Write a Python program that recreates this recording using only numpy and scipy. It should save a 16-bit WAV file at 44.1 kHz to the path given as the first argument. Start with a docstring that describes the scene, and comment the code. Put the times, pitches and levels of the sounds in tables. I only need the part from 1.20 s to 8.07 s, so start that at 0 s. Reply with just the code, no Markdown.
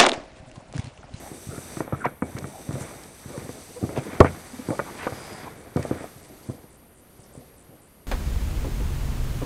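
"""Palms rub, tape rasps and a sleeve swishes close to the microphone: someone is taping a seam
on a small inflatable boat, afloat in calm air. A bush cricket trills faintly from the bank.
Hands and gear knock on the air-filled PVC tube and set it ringing, once hard enough to overload.
Fingers skid, wet skin squeaks, water plops under the hull and creases in the tape crackle."""
import sys
import numpy as np
from scipy import signal
from scipy.fft import rfft, irfft
from scipy.io import wavfile
from scipy.ndimage import uniform_filter1d

SR = 44100
rng = np.random.default_rng(int(sys.argv[2]) if len(sys.argv) > 2 else 0)


def generate_wav(sig):
    """Save sig (samples, or channels by samples) to the path in sys.argv[1] as 16-bit PCM at SR."""
    pcm = np.round(np.clip(np.atleast_2d(sig).T, -1, 1) * 32767).astype(np.int16)
    wavfile.write(sys.argv[1], SR, pcm)


N = 302951


def from_db(db):
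    """Decibels to gain."""
    return 10 ** (np.asarray(db) / 20)


def rms_one(x):
    """Scale to unit rms."""
    return x / np.sqrt(np.mean(x ** 2) + 1e-20)


def add(out, s, sound):
    """Mix a sound in at time s."""
    at = max(0, round(s * SR))
    out[at:at + len(sound)] += sound[:N - at]


def curve(rows):
    """Join (t/s, level/dB) points into a level at every sample."""
    return np.interp(np.arange(N) / SR, *np.transpose(rows))


def dying(t, t60):
    """Exponential decay, 60 dB down after t60."""
    return from_db(-60 * t / t60)


def band(x, low_hz, high_hz, order=2):
    """Causal band-pass."""
    sos = signal.butter(order, [low_hz, min(high_hz, .45 * SR)], "band", fs=SR, output="sos")
    return signal.sosfilt(sos, x)


def wander(low_hz, high_hz, order=2):
    """Random motion within a band of rates; rms 1."""
    return rms_one(band(rng.standard_normal(N), low_hz, high_hz, order))


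def coloured(x, spectrum):
    """Give a steady texture a spectrum of (f/Hz, level/dB) points; rms 1."""
    hz, db = np.transpose(spectrum)
    bins = np.maximum(np.fft.rfftfreq(N, 1 / SR), 1)
    gain = from_db(np.interp(np.log(bins), np.log(hz), db))
    return rms_one(irfft(rfft(x) * gain, N))


def friction(grip_per_s, grip_db):
    """Noise whose strength jumps as a surface catches and lets go."""
    grips = np.interp(np.arange(N) / SR * grip_per_s, np.arange(N), rng.standard_normal(N))
    return rng.standard_normal(N) * from_db(grip_db * grips)


# Speed of the hands over the tube, as strength of the rubbing: t/s, level/dB
HAND_SPEED = [(0,-47.5),(.2,-54),(.55,-47),(.88,-49),(1.0,-59),(1.07,-49.5),(1.45,-53),(1.62,-43.5),(1.96,-55),(2.2,-46),(2.53,-55.5),(2.93,-40.5),
              (3.27,-49),(3.88,-42.5),(4.25,-43.5),(4.35,-50),(4.53,-52.5),(4.62,-44.5),(4.83,-44),(4.93,-55),(5.33,-56.5),(5.75,-67),(6.2,-61.5),(6.87,-68)]
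# Spectra of palm and tape on the PVC, heard close up: f/Hz, level/dB
PALM_SPECTRUM = [(25,-40),(45,-7),(62,-1.5),(85,2),(130,-6),(200,0),(320,-0.5),(520,-3),(750,-7.5),(1100,-43),(2000,-51)]
TAPE_SPECTRUM = [(450,-6),(750,1),(1100,-1),(1600,-3),(2300,-3.5),(2800,-16.5),(3600,-12.5),(6000,-52)]
def rubbing(palm_db=-4, palm_follows=0.85, tape_db=-1, drag_peak_s=0.034, drag_db=-38.5):
    """Dull rub of the palm and papery rasp of the tape; the palm also drags on after each soft blow."""
    drag = np.zeros(N)
    u = np.arange(SR // 2) / SR / drag_peak_s
    for s, force_db, hardness, _ in TUBE_KNOCKS:
        add(drag, s, (1 - hardness) * from_db(drag_db + 0.37 * force_db) * u * np.exp(1 - u))
    slide = from_db(palm_db + palm_follows * palm_contact())   # grows more slowly than the tape's rasp
    palm = coloured(friction(grip_per_s=49, grip_db=3.5), PALM_SPECTRUM)
    tape = coloured(friction(grip_per_s=260, grip_db=1.76), TAPE_SPECTRUM)
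    return np.hypot(slide, drag) * palm + from_db(curve(HAND_SPEED) + tape_db) * tape


def palm_contact(lift=1.3):
    """Contact with the tube in dB: it follows the speed, but the hand lifts as the sleeve comes near."""
    return curve(HAND_SPEED) - lift * np.maximum(curve(SLEEVE_NEARNESS), 0)


# Speed of the sleeve, as strength of its swish: t/s, level/dB
SLEEVE_SPEED = [(0,-50),(.59,-45),(.68,-61),(.82,-57.5),(1.0,-68),(1.07,-54),(1.62,-47.5),(1.92,-53),(2.15,-49.5),(3.1,-52),(3.55,-51),(4.18,-54),
                (4.34,-60),(4.53,-62.5),(4.6,-52),(5.15,-60.5),(5.31,-58.5),(5.42,-66.5),(5.7,-72),(6.15,-65),(6.5,-70),(6.87,-70.5)]
# The arm reaches past the microphone, near cloth over the swish: t/s, level/dB
SLEEVE_NEARNESS = [(0,-15),(1.3,-21),(2.2,-7),(3.75,-1),(4.0,3),(4.2,1),(4.6,-3),(5.6,0),(6.87,1)]
# Spectra of the swish and of cloth right at the microphone: f/Hz, level/dB
SWISH_SPECTRUM = [(1470,-12.5),(2500,-5.5),(3280,-11),(3660,-2.5),(4080,-7),(4800,-4.5),(5190,-10),(6010,1.5),(6920,-10.5),(7890,0.5),(8600,1.2),(10100,-6),(11500,-10),(14200,-14.5),(16000,-31.5)]
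NEAR_CLOTH_SPECTRUM = [(1800,-28),(2800,-4),(3600,-6),(4500,-1.5),(4880,-0.5),(5300,-6.5),(6800,-4.5),(8500,-12),(10500,-6),(15000,-26)]
def sleeve(uneven_db=0.6):
    """Fine threads slide unevenly over each other; cloth next to the microphone has a lower sheen."""
    speed = from_db(curve(SLEEVE_SPEED) + uneven_db * wander(3.9, 19))
    swish = coloured(friction(grip_per_s=730, grip_db=1.0), SWISH_SPECTRUM)
    near_cloth = coloured(friction(grip_per_s=99, grip_db=-1.7), NEAR_CLOTH_SPECTRUM)
    return speed * (swish + from_db(curve(SLEEVE_NEARNESS)) * near_cloth)


# Spectra of a faint hiss and of the open air over the water: f/Hz, level/dB
HISS_SPECTRUM = [(3000,3),(6500,-19),(8000,-9),(9400,12.5),(10500,-9),(12500,-3),(15000,-15),(16000,-29)]
AIR_SPECTRUM = [(20,-9.5),(40,-11.5),(58,-6),(80,-9),(150,-11.5),(400,-16),(1500,-29),(5000,-61)]
def calm_air(hiss_db=-64, air_db=-54.5):
    """The steady bed of the place: a low hush of open air with a thin hiss on top."""
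    hiss = from_db(hiss_db) * coloured(rng.standard_normal(N), HISS_SPECTRUM)
    hush = from_db(air_db) * coloured(rng.standard_normal(N), AIR_SPECTRUM)
    return hiss + hush


# The cricket on the bank, as heard from the boat: t/s, level/dB
CRICKET_LEVEL = [(0,-57),(1.9,-60.5),(4.1,-57.5),(4.5,-62),(4.85,-57.5),(5.7,-63),(6.25,-61),(6.7,-63)]
# Starts of its phrases, each a run of rasps at a steady beat: t/s
CRICKET_PHRASES = [.16,.315,1.67,2.57,4.16,4.805,6.16]
def cricket(trill_hz=11550, swing_hz=330, blur_hz=260, strokes_per_s=44,
            rasp_s=0.067, rasp_every_s=.243, rasp_db=1.5, ticks_per_s=80):
    """The trill's pitch swings with every wing stroke; in a rasp the wings tick faster and sound lower."""
    t = np.arange(N) / SR
    phrases = zip(CRICKET_PHRASES, CRICKET_PHRASES[1:] + [N / SR])
    rasp_times = np.concatenate([np.arange(start, end - rasp_s, rasp_every_s) for start, end in phrases])
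    to_nearest_rasp = np.abs(t[:, None] - rasp_times).min(axis=1)
    rasping = uniform_filter1d(1. * (to_nearest_rasp < rasp_s / 2), size=900)
    wing_time = np.cumsum(1 + 0.24 * wander(2.3, 23.9, order=1)) / SR   # the tempo wavers
    hz = trill_hz + swing_hz * np.sin(2 * np.pi * strokes_per_s * wing_time) + blur_hz * wander(30, 450)
    teeth = 1 + 0.46 * wander(80, 900, order=1)   # uneven teeth on the wing file
    trill = rms_one(teeth * np.sin(2 * np.pi * np.cumsum(hz) / SR))
    ticks = 1 + 0.87 * np.sin(2 * np.pi * ticks_per_s * wing_time)
    rasp = rms_one(band(rng.standard_normal(N), 7400, 10000, order=3) * ticks)
    return from_db(curve(CRICKET_LEVEL)) * ((1 - rasping) * trill + from_db(rasp_db) * rasping * rasp)


# Knocks on the tube, within arm's reach of the microphone:
# t/s, force/dB, hardness (0 = flat palm, 1 = knuckle or gear), slap/dB
TUBE_KNOCKS = [(.02,-34,.7,-48),(0.115,-24,0.71,-62),(.269,-26,.3,-52),(.288,-19.5,0.11,-55),(0.379,-21.5,0.44,-34),(.570,-17.5,.65,-28.5),(0.6054,-13,0.8,-20.5),(.678,-22.5,0.92,-40),
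               (0.7249,-15,0.93,-45),(0.73,-11.5,0.26,-35),(.856,-13,.95,-21),(.864,-11.5,0.8,-27),(1.022,-12.5,.56,-20),(1.026,-10,0.64,-30),
               (1.15,-19.5,0.11,-55),(1.223,-24,0.12,-35),(1.167,-27,0.62,-29.5),(1.2426,-18.5,.5,-28.5),(1.4895,-15,0.3,-36),(1.509,-19.5,0.65,-33),(1.539,-17.5,.16,-43),(1.5545,-20,0.67,-36),
               (1.61,-20.5,0.24,-31),(2.058,-24,0.34,-41),(2.103,-25.5,0.79,-53),(2.177,-19,0.61,-36),(2.245,-25.5,0.23,-53),(2.292,-20.5,0.64,-38),(2.627,-14,0.39,-55),(2.637,-10,0.51,-49),(2.6918,-21,.7,-31),
               (2.767,-19,0.91,-47),(2.776,-11.5,0.79,-39),(2.784,-15.5,0.44,-44),(2.89,-29,0.84,-44),(3.0038,8.5,0.73,0.5),(3.0075,0,0.94,-13.5),(3.0135,-4.5,0.7,-33),(3.046,-5,.78,-12),
               (3.487,-12.5,0.62,-33),(3.505,-11.5,0.6,-24),(3.5924,-14,0.86,-15.5),(3.598,-17.5,0.94,-17.5),(3.868,-11,.92,-45),(3.872,-15,1,-23),(3.923,-22,0.88,-52),
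               (4.56,-7.5,0.52,-30.5),(4.572,-12.5,0.75,-23),(4.593,-11.5,0.49,-46),(4.651,-17,0.87,-46),(4.7107,-9.5,0.67,-35),(4.72,-21,0.85,-50),(4.808,-25.5,.8,-45),(4.842,-21.5,0.94,-36),(4.961,-33,.25,-60),
               (5.288,-19,0.27,-52),(5.297,-18.5,0.52,-58),(5.441,-33,0.66,-64),(5.991,-36,0.32,-60),(6.152,-34,0.81,-60),(6.175,-28,0.29,-66),(6.491,-35,0.23,-54)]
def knocks(blows, thud_hz=125, heave_hz=76, palm_dent_hz=298, rise_octaves=1.31, dent_cycles=4.65,
           echo_s=0.002106, echo_db=-6, soft_hz=2550):
    """A blow pumps the air chamber, bounces the dented skin and slaps it; harder contacts pump less."""
    out, t = np.zeros(N), np.arange(SR // 4) / SR
    snap = band(1. * (t == 0), 590, 1794, order=3)
    snap /= np.abs(snap).max()
    thud = np.sin(2 * np.pi * thud_hz * t) * dying(t, 0.049) * (1 - dying(t, 0.014))
    heave = from_db(-4.5) * np.sin(2 * np.pi * heave_hz * t) * dying(t, .055)
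    for s, force_db, hardness, slap_db in blows:
        skin_noise, slap_noise = rng.standard_normal((2, len(t)))
        pump = from_db(force_db) * np.cos(hardness * np.pi / 2)
        bounce = from_db(force_db) * np.sin(hardness * np.pi / 2)
        chamber = pump * thud - pump ** 2 * heave   # only a strong blow heaves the whole hull
        # a harder, smaller contact bounces faster
        dent_hz = palm_dent_hz * 2 ** (rise_octaves * hardness ** 5)
        press = 1 - np.exp(-t / (0.0012 * (1.05 - hardness)))   # soft flesh takes longer to press in
        dent = np.sin(2 * np.pi * dent_hz * t) * dying(t, dent_cycles / dent_hz) * press
        # bending waves scatter through the skin around the contact
        waves = rms_one(band(skin_noise, dent_hz * 0.58, dent_hz * 1.74))
        flutter = from_db(-16) * waves * dying(t, 0.086) * (1 - dying(t, 0.0018))
        slap = snap + from_db(-13) * rms_one(band(slap_noise, 430, 1880, order=3)) * dying(t, 0.028)
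        add(out, s, chamber - bounce * (dent + flutter) + from_db(slap_db) * slap)
        add(out, s + echo_s, from_db(slap_db + echo_db) * snap)   # back from the far wall of the tube
    # flesh on soft PVC makes little treble
    return signal.sosfilt(signal.butter(4, soft_hz, fs=SR, output="sos"), out)


# Resonances of the tube's air and skin: f/Hz, relative level/dB, t60/s
TUBE_MODES = [(86.8,3,0.27),(139.4,-0.5,0.23),(169.3,-3,0.56),(214,-3.5,0.11),(256.3,3.5,0.12),(315.7,-0.5,0.077),(430,-5,0.13),(496,2.5,0.085),(582,-2,0.12),(687,-2,0.021),(954,-7,0.1),(1198,6.5,0.036),(1440,-3.5,0.43),(2260,13,0.14)]
def tube_ring(contacts, ring_db=-2):
    """Contacts reach the microphone directly, along with the resonances that they set ringing."""
    out = contacts.copy()
    for hz, db, t60 in TUBE_MODES:
        radius = dying(1 / SR, t60)
        poles = [1, -2 * radius * np.cos(2 * np.pi * hz / SR), radius ** 2]
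        ring = (1 - radius ** 2) / 2 * signal.lfilter([1, 0, -1], poles, contacts + 1e-18)
        out += from_db(db + ring_db) * ring
    return out


def patter(touches_per_s=16, over_contact_db=10, spread_db=2.5, slap_db=-8):
    """Fingertips touch the tube lightly at random, more strongly when the hands move faster."""
    slots = np.arange(0, N / SR - .2, 1 / touches_per_s)
    late, size, firmness = rng.random((len(slots), 3)).T
    s = slots + late / touches_per_s
    force_db = palm_contact()[(s * SR).astype(int)] + over_contact_db + spread_db * (2 * size - 1)
    hardness = 0.19 + 0.58 * firmness
    return knocks(zip(s, force_db, hardness, force_db + slap_db))


# Fingers, tape and cuff skid over PVC or cloth, close by: t/s, length/s, level/dB, f/Hz, width/octaves
SKIDS = [(0.022,0.075,-44,700,0.41),(.292,0.11,-47,1320,0.28),(0.365,0.066,-50,8400,.5),(0.579,0.054,-48,890,2.2),(0.723,0.037,-37,1240,0.15),(0.792,0.11,-39,1440,0.26),(0.842,.03,-31.5,1900,.7),(1.165,0.03,-42.5,1480,1.2),
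         (1.294,0.12,-45.5,710,0.5),(1.602,0.038,-44,7900,.7),(2.757,0.044,-38.5,1290,2.36),(3.002,.016,-15.5,1080,0.5),(3.047,.028,-27,1220,1.33),(3.063,.034,-39.5,1850,0.81),(3.481,0.047,-50,8600,0.35),(3.486,0.07,-39.5,740,0.6),
         (3.657,0.049,-40,970,0.6),(3.782,0.1,-36.5,1280,1.82),(3.928,.33,-54,4920,0.14),(4.259,0.031,-39,910,0.58),(4.624,0.016,-41,2140,0.56),(6.025,.045,-64,5600,0.44)]
def skids(grit_db=3):
    """Uneven stick-slip: a rough band around the slip rate that swells and fades."""
    out = np.zeros(N)
    grip = rms_one(from_db(grit_db * wander(30, 220)))
    for s, length, db, hz, octaves in SKIDS:
        u = np.linspace(0, 1, int(length * SR))
        edge = 2 ** (octaves / 2)
        rasp = band(rng.standard_normal(SR // 2), hz / edge, hz * edge, order=3)[-len(u):]
        swell = np.sqrt(4 * u * (1 - u))
        add(out, s, from_db(db) * rms_one(rasp) * swell)
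    return out * grip


# Wet squeaks on the tube and plops beneath the boat: t/s, length/s, level/dB, start f/Hz, end f/Hz
SQUEAKS_AND_PLOPS = [(0.842,.022,-20,1142,646),(2.14,0.04,-37,577,463),(2.557,0.034,-37,475,510),(2.61,0.02,-34,320,470),(2.752,0.053,-35,604,577),
                     (3.331,0.022,-36.5,236,247),(3.389,0.018,-31.5,246,252),(3.507,0.046,-31,494,613),(3.919,0.022,-29.5,120,109)]
def squeaks_and_plops(overtone_db=-12, waver=.085):
    """Short gliding tones from wet contact and air pockets under the hull; uneven grip bends the pitch."""
    out = np.zeros(N)
    for s, length, db, start_hz, end_hz in SQUEAKS_AND_PLOPS:
        u = np.linspace(0, 1, int(length * SR))
        wobble = np.interp(u, np.linspace(0, 1, 16), rng.standard_normal(16))
        hz = start_hz * (end_hz / start_hz) ** u * (1 + waver * wobble)
        phase = 2 * np.pi * np.cumsum(hz) / SR
        swell = np.sin(np.pi * u ** 0.89)
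        add(out, s, from_db(db) * swell * (np.sin(phase) + from_db(overtone_db) * np.sin(2 * phase)))
    return out


# Creases in tape and fabric, close to the microphone: t/s, relative level/dB
CREASES = [(0.854, -31), (1.186, -23.5), (1.5073, -38), (1.5276, -30), (1.6077, -29), (1.6182, -34),
           (1.836, -30), (2.7745, -28), (3.0041, -10.5), (3.0455, -32), (4.5674, -26), (4.6277, -27.5)]
def crackles(level_db=-4, t60=0.017, low_hz=2500, high_hz=7800):
    """Each crease lets go in a short bright burst."""
    out, t = np.zeros(N), np.arange(SR // 16) / SR
    for s, db in CREASES:
        burst = rng.standard_normal(len(t)) * dying(t, t60)
        add(out, s, from_db(db + level_db) * band(burst, low_hz, high_hz))
    return out


def scene():
    """One microphone on the water, the handling within arm's reach, no walls around."""
    air = calm_air()
    handling = skids() + crackles() + rubbing() + sleeve()
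    bank = cricket()
    boat = tube_ring(squeaks_and_plops() + knocks(TUBE_KNOCKS) + patter())
    return (air + handling + bank + boat)[None]


def record(dry, low_cut_hz=28, high_cut_hz=15800):
    """The microphone sheds deep bass, overloads on the hardest knock and loses the top."""
    thinned = signal.sosfilt(signal.butter(1, low_cut_hz, "high", fs=SR, output="sos"), dry)
    clipped = np.clip(thinned, -1, 1)
    return signal.sosfilt(signal.ellip(10, .1, 80, high_cut_hz, fs=SR, output="sos"), clipped)


dry = scene()
out = record(dry)
generate_wav(out)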